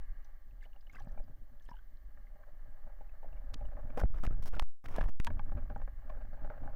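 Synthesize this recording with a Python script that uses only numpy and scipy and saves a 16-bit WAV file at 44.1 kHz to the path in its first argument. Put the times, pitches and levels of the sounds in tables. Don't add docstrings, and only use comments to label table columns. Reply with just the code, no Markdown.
import sys
import numpy as np
from scipy import signal
from scipy.fft import rfft, irfft
from scipy.io import wavfile
from scipy.ndimage import uniform_filter1d

SR = 44100
rng = np.random.default_rng(int(sys.argv[2]) if len(sys.argv) > 2 else 0)


def to_wav(sig):
    pcm = np.clip(np.atleast_2d(sig), -1, 1) * 32767
    pcm = np.round(pcm).astype(np.int16)
    wavfile.write(sys.argv[1], SR, pcm.T)


N = 297675
TIME = np.arange(N) / SR

# (frequency [Hz], density [dB per Hz])
SWAY_COLOUR = [(4, -12), (9, 6), (17, -1), (30, -8), (42, -11.5), (60, -28.5), (110, -50), (250, -72)]
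BUFFET_COLOUR = [(40, -19), (70, 6.5), (105, 3.5), (160, -14.5), (205, -11.5), (235, -6.5), (290, -12),
                 (370, -23.5), (700, -26.5), (1500, -63)]
GUSH_COLOUR = [(150, 12.5), (350, 10), (700, 9), (1000, 8.5), (1500, 4), (2400, -4), (3600, -13.5),
               (6000, -54.5)]
SPRAY_COLOUR = [(1500, -48.5), (3000, -3), (4200, -5.5), (5200, 0.5), (7000, -7.5), (10000, -9.5),
                (15000, -7), (16500, -11)]
HISS_COLOUR = [(300, 17.5), (2000, -11), (2500, -12), (3000, 4), (3600, -4), (4400, 0.5), (5200, -6),
               (6200, -2), (7400, -9), (11000, -9.5), (13000, 0.5), (14200, 5.5), (15200, 6.5),
               (16200, -30)]
# (frequency [Hz], width [Hz], relative level [dB])
LOW_MODES = [(376, 720, -6.5), (585.2, 64.4, 16), (813.7, 44, 10.5), (925, 84, 2)]
HIGH_MODES = [(1052, 193, 6.5), (1296, 171, 7), (1553, 180, 6), (1780, 144, 2), (2260, 200, -7.5),
              (3300, 1800, -51)]
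# (frequency [Hz], basic width [Hz], relative level [dB])
AIR_MODES = [(229.7, 160, -1.5), (621, 30, 2.5), (810, 88, 1), (1037, 130, -14.5), (1154, 120, 0),
             (1240, 240, -13.5), (1625, 64, 4), (1767, 240, -1), (1910, 130, -3.5), (2103, 170, -5.5),
             (2866, 66, -12), (4290, 81, -16.5)]
# (time [s], level [dB])
HUM = [(0, -70), (0.28, -72), (0.5, -80), (1.5, -79.5), (2.1, -77), (2.7, -75), (6.75, -72.5)]
# (time [s], level [dB])
CURRENT = [(0.0, -69.5), (0.43, -78.5), (0.9, -76), (1.11, -69), (1.31, -75.5), (1.96, -77.5), (2.4, -75),
           (2.9, -68.5), (3.12, -73), (3.3, -68), (3.5, -66.5), (3.8, -63.5), (3.96, -61.5), (4.4, -66.5),
           (5.33, -64.5), (5.6, -65), (5.96, -72), (6.2, -62), (6.3, -69.5), (6.43, -60.5), (6.75, -63)]
# (time [s], level [dB])
BUFFET = [(0.0, -76), (0.87, -72), (1.1, -54.5), (1.34, -70), (2.12, -75), (2.4, -71.5), (2.79, -70.5),
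          (3.15, -73.5), (3.27, -60), (3.42, -67), (3.5, -61), (3.95, -57.5), (4.4, -49), (5.1, -60.5),
          (5.33, -50.5), (5.72, -53), (5.97, -61), (6.116, -59), (6.75, -50)]
# (time [s], half length [s], change of pressure swing [dB], change of gurgle [dB])
EDDIES = [(0.063, 0.12, 3.5, -9), (1.202, 0.018, 13, -7), (2.4, 0.094, -5, 10.5), (3.281, 0.015, 8.5, 6.5),
          (3.776, 0.035, -5, 5.5), (3.653, 0.021, 7.5, 3.5), (4.288, 0.24, 11, -4.5),
          (5.048, 0.13, 10.5, -4), (5.437, 0.2, 6, -2.5), (5.829, 0.037, 7.5, -2), (6.553, 0.041, -11, -3)]
# (time [s], half length [s], densest rate [ticks per s])
CLOUDS = [(0.64, 0.018, 350), (0.99, 0.08, 320), (1.68, 0.066, 170)]
# (time [s], starting pitch
# [Hz], relative level [dB])
BUBBLES = [(0.245, 6000, -61), (0.619, 2050, -62), (0.627, 1730, -57.5), (0.64, 2230, -62),
           (0.652, 2940, -60), (0.73, 2850, -65.5), (0.761, 2830, -67), (0.808, 4920, -64),
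           (0.868, 2930, -60.5), (0.896, 2160, -53.5), (0.926, 6750, -66), (0.934, 1630, -65),
           (0.946, 1175, -59), (0.948, 2620, -56.5), (0.953, 4840, -63), (0.957, 1540, -53.5),
           (0.966, 1990, -54.5), (0.983, 1090, -57), (0.986, 1660, -56), (0.997, 5900, -61.5),
           (0.999, 3140, -66.5), (1.0, 1695, -57.5), (1.004, 807, -53), (1.034, 4840, -75),
           (1.091, 1770, -65), (1.117, 6000, -69), (1.179, 2310, -62.5), (1.202, 576, -52),
           (1.239, 4830, -70), (1.606, 1710, -65), (1.622, 6130, -67), (1.651, 8850, -64),
           (1.659, 3130, -70), (1.689, 940, -56), (1.688, 1735, -57.5), (1.693, 5160, -62.5),
           (1.714, 956, -49), (1.711, 1610, -65), (1.731, 2900, -65), (1.738, 855, -56), (1.74, 1590, -68),
           (1.766, 3000, -63.5), (1.767, 1500, -63), (1.787, 3200, -69), (1.789, 1510, -62.5),
           (2.268, 2040, -64.5), (3.092, 2560, -68), (3.327, 2710, -66.5), (3.364, 2850, -73),
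           (3.371, 2230, -66), (3.653, 2900, -62.5), (3.974, 485, -36.5), (3.979, 810, -39),
           (4.002, 1450, -45), (4.139, 1260, -60), (4.236, 1266, -39.5), (4.306, 1670, -62),
           (4.543, 1413, -49), (4.982, 1670, -42), (5.037, 1070, -57.5), (5.27, 937, -36.5),
           (5.271, 1645, -44.5), (5.272, 3230, -50), (5.762, 808, -47.5)]
# (start [s], end [s], rush level [dB], spray level [dB])
GUSHES = [(0.622, 0.653, -80, -87), (0.931, 0.971, -61.5, -79), (0.988, 1.023, -65.5, -85),
          (3.973, 4.021, -47, -64), (4.04, 4.057, -45, -86), (4.095, 4.116, -68.5, -81),
          (4.14, 4.21, -58.5, -79), (4.231, 4.257, -44.5, -61), (4.424, 4.444, -50.5, -59),
          (4.457, 4.502, -53.5, -60.5), (4.524, 4.575, -52, -74.5), (4.84, 4.87, -57, -70.5),
          (4.883, 4.947, -56.5, -71.5), (4.94, 5.07, -49, -71), (5.081, 5.112, -52, -70)]
# (time [s], level [dB], brightness [dB], thud against the ring [dB], scuff length [s])
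KNOCKS = [(0.656, -53.5, -14, -7, 0.034), (0.76, -55, -13, -15, 0.024), (1.071, -48.5, -12, 10.5, 0.013),
          (1.175, -44, -16.5, -16, 0.014), (1.196, -50.5, -10.5, -12, 0.013),
          (1.279, -58.5, -7, 0.5, 0.027), (1.297, -62.5, -16, 16, 0.048), (1.688, -55.5, -9, 3.5, 0.03),
          (1.713, -56.5, -16, 10.5, 0.037), (2.172, -67, 6, -12, 0.028), (2.432, -65, 8, -11, 0.056),
          (2.486, -53, -21, -29, 0.027), (2.862, -51.5, -25, 0, 0.083), (3.008, -45, -23, -7, 0.018),
          (3.229, -46, -35, -16, 0.036), (3.244, -43.5, -33, -26, 0.028), (3.326, -54, -22, -10, 0.022),
          (3.609, -42, -25, -27, 0.031), (3.766, -48, -6, -13, 0.076), (3.902, -48.5, -6.5, -3, 0.025),
          (3.974, -30.5, -6, -2.5, 0.017), (4.014, -32.5, -9, -3, 0.0099), (4.035, -25, -22, -19, 0.018),
          (4.185, -62, 5, 0, 0.018), (4.272, -39, -4, 10, 0.018), (4.327, -45.5, -7, 3.5, 0.0067),
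          (4.237, -36, -5, 6, 0.024), (4.307, -53.5, 1.5, 20.5, 0.021), (4.567, -48, -5, -8, 0.012),
          (4.983, -26, -18, -2, 0.032), (5.01, -32, -3.5, -1, 0.037), (5.056, -37.5, -19, -11, 0.029),
          (5.303, -39.5, -7, -4.5, 0.02), (5.394, -38, -4, -2.5, 0.021), (5.494, -53.5, -1, 1, 0.019),
          (5.519, -41, -9, 3.5, 0.031), (5.571, -41, -9, -5.5, 0.09), (5.699, -39.5, -9, 0.5, 0.061),
          (5.719, -43.5, -15, -16, 0.034), (5.759, -37.5, -12, -2, 0.028), (5.798, -48, -11, 1, 0.02),
          (5.816, -45.5, -6.5, -18, 0.042), (5.876, -45.5, -6, -15, 0.024), (6.096, -41, -6, -7, 0.064),
          (6.171, -51, -15, -3.5, 0.028), (6.212, -48, -10, -15, 0.071), (6.33, -47, -10, -4, 0.067),
          (6.394, -55, -8, -19, 0.019), (6.445, -40.5, -11, -25, 0.053), (6.5, -36, -11, -15, 0.052),
          (6.519, -46, -8, -20, 0.048), (6.535, -50, -5.5, -10, 0.044), (6.577, -49.5, -9, -21, 0.013),
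          (6.659, -46.5, -31, -18, 0.018), (6.675, -41, -8, -24, 0.024)]
# (time
# [s], level [dB], length [s], pitch [Hz], treble [dB])
CLICKS = [(3.538, -52.5, 0.0053, 1130, -6), (3.542, -45, 0.0024, 3300, -11),
          (4.001, -49.5, 0.0016, 5570, 15), (4.237, -53, 0.0024, 1390, 1),
          (4.2662, -41, 0.00077, 2000, -11), (4.438, -48, 0.00027, 3020, 28),
          (4.552, -52, 0.00073, 2480, -3), (4.596, -32, 0.0024, 880, -18), (4.596, -34, 0.0018, 2650, -9),
          (4.622, -45, 0.004, 820, -16), (4.857, -50, 0.0057, 1580, -16), (4.962, -52, 0.003, 2850, 7),
          (5.017, -44.5, 0.00074, 1710, -20.5), (5.2, -39, 0.0015, 1600, -11),
          (5.247, -41.5, 0.0012, 4040, 25), (5.269, -39.5, 0.0014, 2450, -11),
          (5.272, -41.5, 0.0028, 1400, -13)]
PUSH, PULL = 1, -1
# (start [s], end [s], direction [PUSH or PULL], edge [s])
SURGES = [(4.023, 4.034, PULL, 0.002), (4.039, 4.043, PUSH, 0.0026), (4.047, 4.054, PULL, 0.004),
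          (4.062, 4.096, PUSH, 0.0089), (4.108, 4.133, PUSH, 0.0045), (4.207, 4.23, PULL, 0.0037),
          (4.265, 4.274, PULL, 0.0022), (4.282, 4.294, PUSH, 0.0073), (4.332, 4.337, PULL, 0.0046),
          (4.352, 4.359, PUSH, 0.0039), (4.433, 4.45, PULL, 0.0032), (4.494, 4.524, PUSH, 0.0061),
          (4.556, 4.56, PUSH, 0.004), (4.581, 4.62, PUSH, 0.00095), (4.631, 4.835, PULL, 0.0084),
          (4.999, 5.004, PULL, 0.0051), (5.017, 5.023, PUSH, 0.0046), (5.05, 5.053, PULL, 0.0086),
          (5.065, 5.073, PUSH, 0.0047), (5.102, 5.198, PUSH, 0.0055), (5.202, 5.261, PULL, 0.0018)]

USUAL_CURRENT_DB = -68
SWAY_DB, SWAY_FOLLOWS = -38, 0.75
LOW_FLOW_DB, LOW_FLOW_FOLLOWS = -68.5, 1.21
HIGH_FLOW_DB, HIGH_FLOW_FOLLOWS = -75, 0.93
EDDY_BUFFET_SHARE, GURGLE_BUFFET_SHARE, GURGLE_HIGH_SHARE = 0.3, 0.29, 0.24
BUBBLE_T60_S, BUBBLE_SHORTENS = 0.051, 0.75
STRAY_TICKS_PER_S = 2
MIC_LIMIT = 0.066
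PIN_HOLD_S, PIN_RELAX_S = 0.052, 0.048
WHINE_HZ = 15000
TOP_HZ = 17000


def from_db(db):
    return 10 ** (np.asarray(db) / 20)


def rms_one(x):
    return x / np.sqrt(np.mean(x ** 2) + 1e-20)


def in_time(rows):
    s, *columns = np.transpose(rows)
    return [np.interp(TIME, s, c) for c in columns]


def swells(rows):
    return sum(height * np.exp(-((TIME - s) / half) ** 2) for s, half, height in rows)


def butter(x, hz, kind, order=2):
    hz = np.clip(hz, 1, .45 * SR)
    return signal.sosfilt(signal.butter(order, hz, kind, fs=SR, output="sos"), x + 1e-18)


def noise(colour):
    hz, db = np.transpose(colour)
    bins = np.maximum(np.arange(N // 2 + 1) * SR / N, 1)
    gain = from_db(np.interp(np.log(bins), np.log(hz), db, left=-120, right=-120))
    return rms_one(irfft(rfft(rng.standard_normal(N)) * gain, N))


def drift(rate):
    knots = rng.standard_normal(4000)
    return rms_one(np.interp(TIME * rate, np.arange(len(knots)), knots))


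def steady(x, seconds):
    return x / np.sqrt(uniform_filter1d(x ** 2, max(int(seconds * SR), 2)) + 1e-9)


def resonate(x, modes):
    out = 0
    for k, (hz, width, db) in enumerate(modes):
        r = np.exp(-np.pi * width / SR)
        feedback = [1, -2 * r * np.cos(2 * np.pi * hz / SR), r * r]
        ring = signal.lfilter([1, 0, -1], feedback, x + 1e-18)
        out = out + (-1) ** k * from_db(db) * (1 - r * r) / 2 * ring
    return out


def chatter(envelope):
    spectrum = rfft(rng.standard_normal(len(envelope)) * envelope)
    burst = irfft(spectrum / (np.abs(spectrum) + 1e-12), len(envelope)) * np.sqrt(envelope)
    return burst / np.sqrt(np.sum(burst ** 2))


def add(out, s, sound):
    at = int(s * SR)
    out[at:at + len(sound)] += sound[:N - at]


def electronics(hiss_db=-82.5, whine_db=-94):
    whine = np.sqrt(2) * np.sin(2 * np.pi * WHINE_HZ * TIME)
    return from_db(hiss_db) * noise(HISS_COLOUR) + from_db(whine_db) * whine


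def hum():
    level_db, = in_time(HUM)
    tones = 0
    for hz, width, db in AIR_MODES:
        narrow = resonate(rng.standard_normal(N), [(hz, 0.58 * width, 0)])
        tones = tones + from_db(db) * resonate(narrow, [(hz, 3.2 * width, 0)])
    return from_db(level_db) * rms_one(tones)


def current():
    return in_time(CURRENT)[0] - USUAL_CURRENT_DB


def eddies_db():
    s, half, swell, gurgle = np.transpose(EDDIES)
    return swells(zip(s, half, swell)), swells(zip(s, half, gurgle))


def sway(flutter_db=4.5, buffet_offset_db=1.0):
    eddy_db, gurgle_db = eddies_db()
    sway_db = SWAY_DB + SWAY_FOLLOWS * current() + eddy_db
    buffet_db = in_time(BUFFET)[0] + buffet_offset_db
    buffet_db = buffet_db + EDDY_BUFFET_SHARE * eddy_db + GURGLE_BUFFET_SHARE * gurgle_db
    slow = from_db(sway_db) * steady(noise(SWAY_COLOUR), 0.12)
    flutter = flutter_db * drift(45)
    return slow + from_db(buffet_db + flutter) * steady(noise(BUFFET_COLOUR), 0.037)


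def flow(surging_db=3.5, lumps_db=5.5, grain_db=0.0, taps_per_s=80, tap_size=11.2, wall_hz=2600):
    speed_db = current()
    _, gurgle_db = eddies_db()
    low_db = LOW_FLOW_DB + LOW_FLOW_FOLLOWS * speed_db + gurgle_db
    high_db = HIGH_FLOW_DB + HIGH_FLOW_FOLLOWS * speed_db + GURGLE_HIGH_SHARE * gurgle_db

    unevenness_db = surging_db * np.tanh(drift(28)) + lumps_db * np.tanh(drift(90))
    eddies = rms_one(from_db(unevenness_db + grain_db * drift(400)))
    tap_now = rng.random(N) < taps_per_s * from_db(speed_db / 2) / SR
    taps = tap_size * rng.uniform(-3.0, 2.87, N) * tap_now

    low = resonate(eddies * rng.standard_normal(N) + taps, LOW_MODES)
    high = resonate(eddies * rng.standard_normal(N) + taps, HIGH_MODES)
    low = rms_one(butter(low, 370, "high"))
    high = rms_one(butter(high, wall_hz, "low", order=4))
    return from_db(low_db) * low + from_db(high_db) * high


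def gushes(grain_db=3.0, lumps_db=3.0):
    rush, spray = np.zeros((2, N))
    for start, end, rush_db, spray_db in GUSHES:
        on = (TIME > start) & (TIME < end)
        rush[on], spray[on] = from_db(rush_db), from_db(spray_db)
    rush, spray = uniform_filter1d([rush, spray], int(0.0046 * SR))
    grain = steady(from_db(grain_db * drift(500) + lumps_db * np.tanh(drift(140))), 0.073)
    return grain * (rush * noise(GUSH_COLOUR) + spray * noise(SPRAY_COLOUR))


def fizz(level_db=-71, spread_db=10):
    out, t = np.zeros(N), TIME[:SR // 60]
    per_s = STRAY_TICKS_PER_S + swells(CLOUDS)
    luck, pitch, size = rng.random((3, N))
    for at in np.flatnonzero(luck < per_s / SR):
        hz = 1800 * 5.5 ** pitch[at]
        ring = np.sin(2 * np.pi * hz * t) * np.exp(-t * hz / 5)
        add(out, TIME[at], from_db(level_db + spread_db * size[at] ** 2) * ring)
    return out


def bubbles(rise=0.74, splash_db=-16, splash_s=0.0071):
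    out, t = np.zeros(N), TIME[:SR // 8]
    swell = 1 - np.exp(-(t / .0015) ** 2)
    for s, hz, db in BUBBLES:
        t60 = BUBBLE_T60_S * min(1000 / hz, 1) ** BUBBLE_SHORTENS
        fade = from_db(-60 * t / t60)
        ring = fade * np.sin(2 * np.pi * hz * t * (1 + rise * t))
        splash = rms_one(butter(rng.standard_normal(len(t)), [hz / 2, 1.06 * hz], "band"))
        splash = splash * np.exp(-t / splash_s)
        add(out, s, from_db(db + 6.5) * swell * (ring + from_db(splash_db) * splash))
    return out


def varied(modes, vary_db):
    return [(hz, width, db + vary_db * rng.standard_normal()) for hz, width, db in modes]


def knocks(grit=0.33, low_db=-4, upper_db=-1, thud_db=-4, wall_hz=2400, crackle_db=4.5, vary_db=2.0):
    out, t = np.zeros(N), TIME[:SR // 6]
    for s, level, bright, thud, scuff_s in KNOCKS:
        steps = np.repeat(rng.standard_normal(len(t)), SR // 500)[:len(t)]
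        grains = rms_one(from_db(crackle_db * steps))
        scuff_fade = from_db(-60 * t / max(scuff_s, .003))
        blow = grit * grains * rng.standard_normal(len(t)) * scuff_fade
        blow[0] += 1.8
        low, high = varied(LOW_MODES, vary_db), varied(HIGH_MODES, vary_db)
        parts = [(butter(resonate(blow, low), [240, 3200], "band"), level + low_db),
                 (butter(resonate(blow, high), wall_hz, "low"), level + bright + upper_db),
                 (butter(blow, [90, 250], "band"), level + thud + thud_db)]
        for sound, db in parts:
            add(out, s, from_db(db) * sound * np.sqrt(0.0028 * SR / np.sum(sound ** 2)))
    return out


def air_ring(x, ring_db=-12, narrowing=0.18):
    ring = sum(resonate(x, [(hz, narrowing * width, db)]) for hz, width, db in AIR_MODES)
    return x + from_db(ring_db) * ring


def clicks(low_hz=450, breadth=0.64, treble_hz=5000, graze_db=-22):
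    lead = .006
    out, t = np.zeros(N), TIME[:SR // 25] - lead
    for s, db, length, hz, treble_db in CLICKS:
        bite = np.exp(-(t / length - .5) ** 2 * 2)
        envelope = bite + from_db(graze_db) * np.exp(-(t / (2 * length)) ** 2)
        body = butter(resonate(chatter(envelope), [(hz, breadth * hz, 0)]), 2 * hz, "low")
        edge = butter(chatter(envelope), treble_hz, "low", order=1)
        burst = butter(rms_one(body) + from_db(treble_db) * rms_one(edge), low_hz, "high")
        add(out, s - lead, from_db(db) * burst * np.sqrt(abs(length) * SR / np.sum(burst ** 2)))
    return out


def held(seconds):
    return MIC_LIMIT * np.exp(-np.maximum(seconds - PIN_HOLD_S, 0) / PIN_RELAX_S)


def heave(pressure, reach_s=0.014, share=0.72):
    corners = []
    for start, end, direction, _ in SURGES:
        corners += [(s, direction * held(s - start)) for s in (start, end)]
    line = np.interp(TIME, *np.array(corners).T)
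    swing = share * MIC_LIMIT * np.sin(np.pi / 2 * line / MIC_LIMIT)
    gaps = [np.maximum(np.maximum(start - TIME, TIME - end), 0) for start, end, _, _ in SURGES]
    away = np.min(gaps, axis=0)
    return pressure + np.exp(-(away / reach_s) ** 2) * (swing - pressure)


def surges(pressure):
    out = pressure.copy()
    for start, end, direction, edge in SURGES:
        near = np.abs(TIME - (start + end) / 2) < (end - start) / 2 + edge
        inside = np.minimum(TIME[near] - start, end - TIME[near])
        pinned = np.sin(np.pi / 2 * np.clip(1 + inside / edge, 0, 1)) ** 2
        out[near] += pinned * (direction * held(TIME[near] - start) - out[near])
    return out


def scene():
    impacts = air_ring(knocks() + bubbles())
    water = heave(sway()) + flow() + gushes() + fizz()
    pressure = water + hum() + impacts + electronics()
    limited = pressure / (1 + (pressure / MIC_LIMIT) ** 8) ** (1 / 8)
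    faint_noise = from_db(-89.0) * rng.standard_normal(N)
    return (surges(limited) + clicks() + faint_noise)[None]


def record(dry):
    return signal.sosfilt(signal.cheby2(14, 70, TOP_HZ, fs=SR, output="sos"), dry)


dry = scene()
out = record(dry)
to_wav(out)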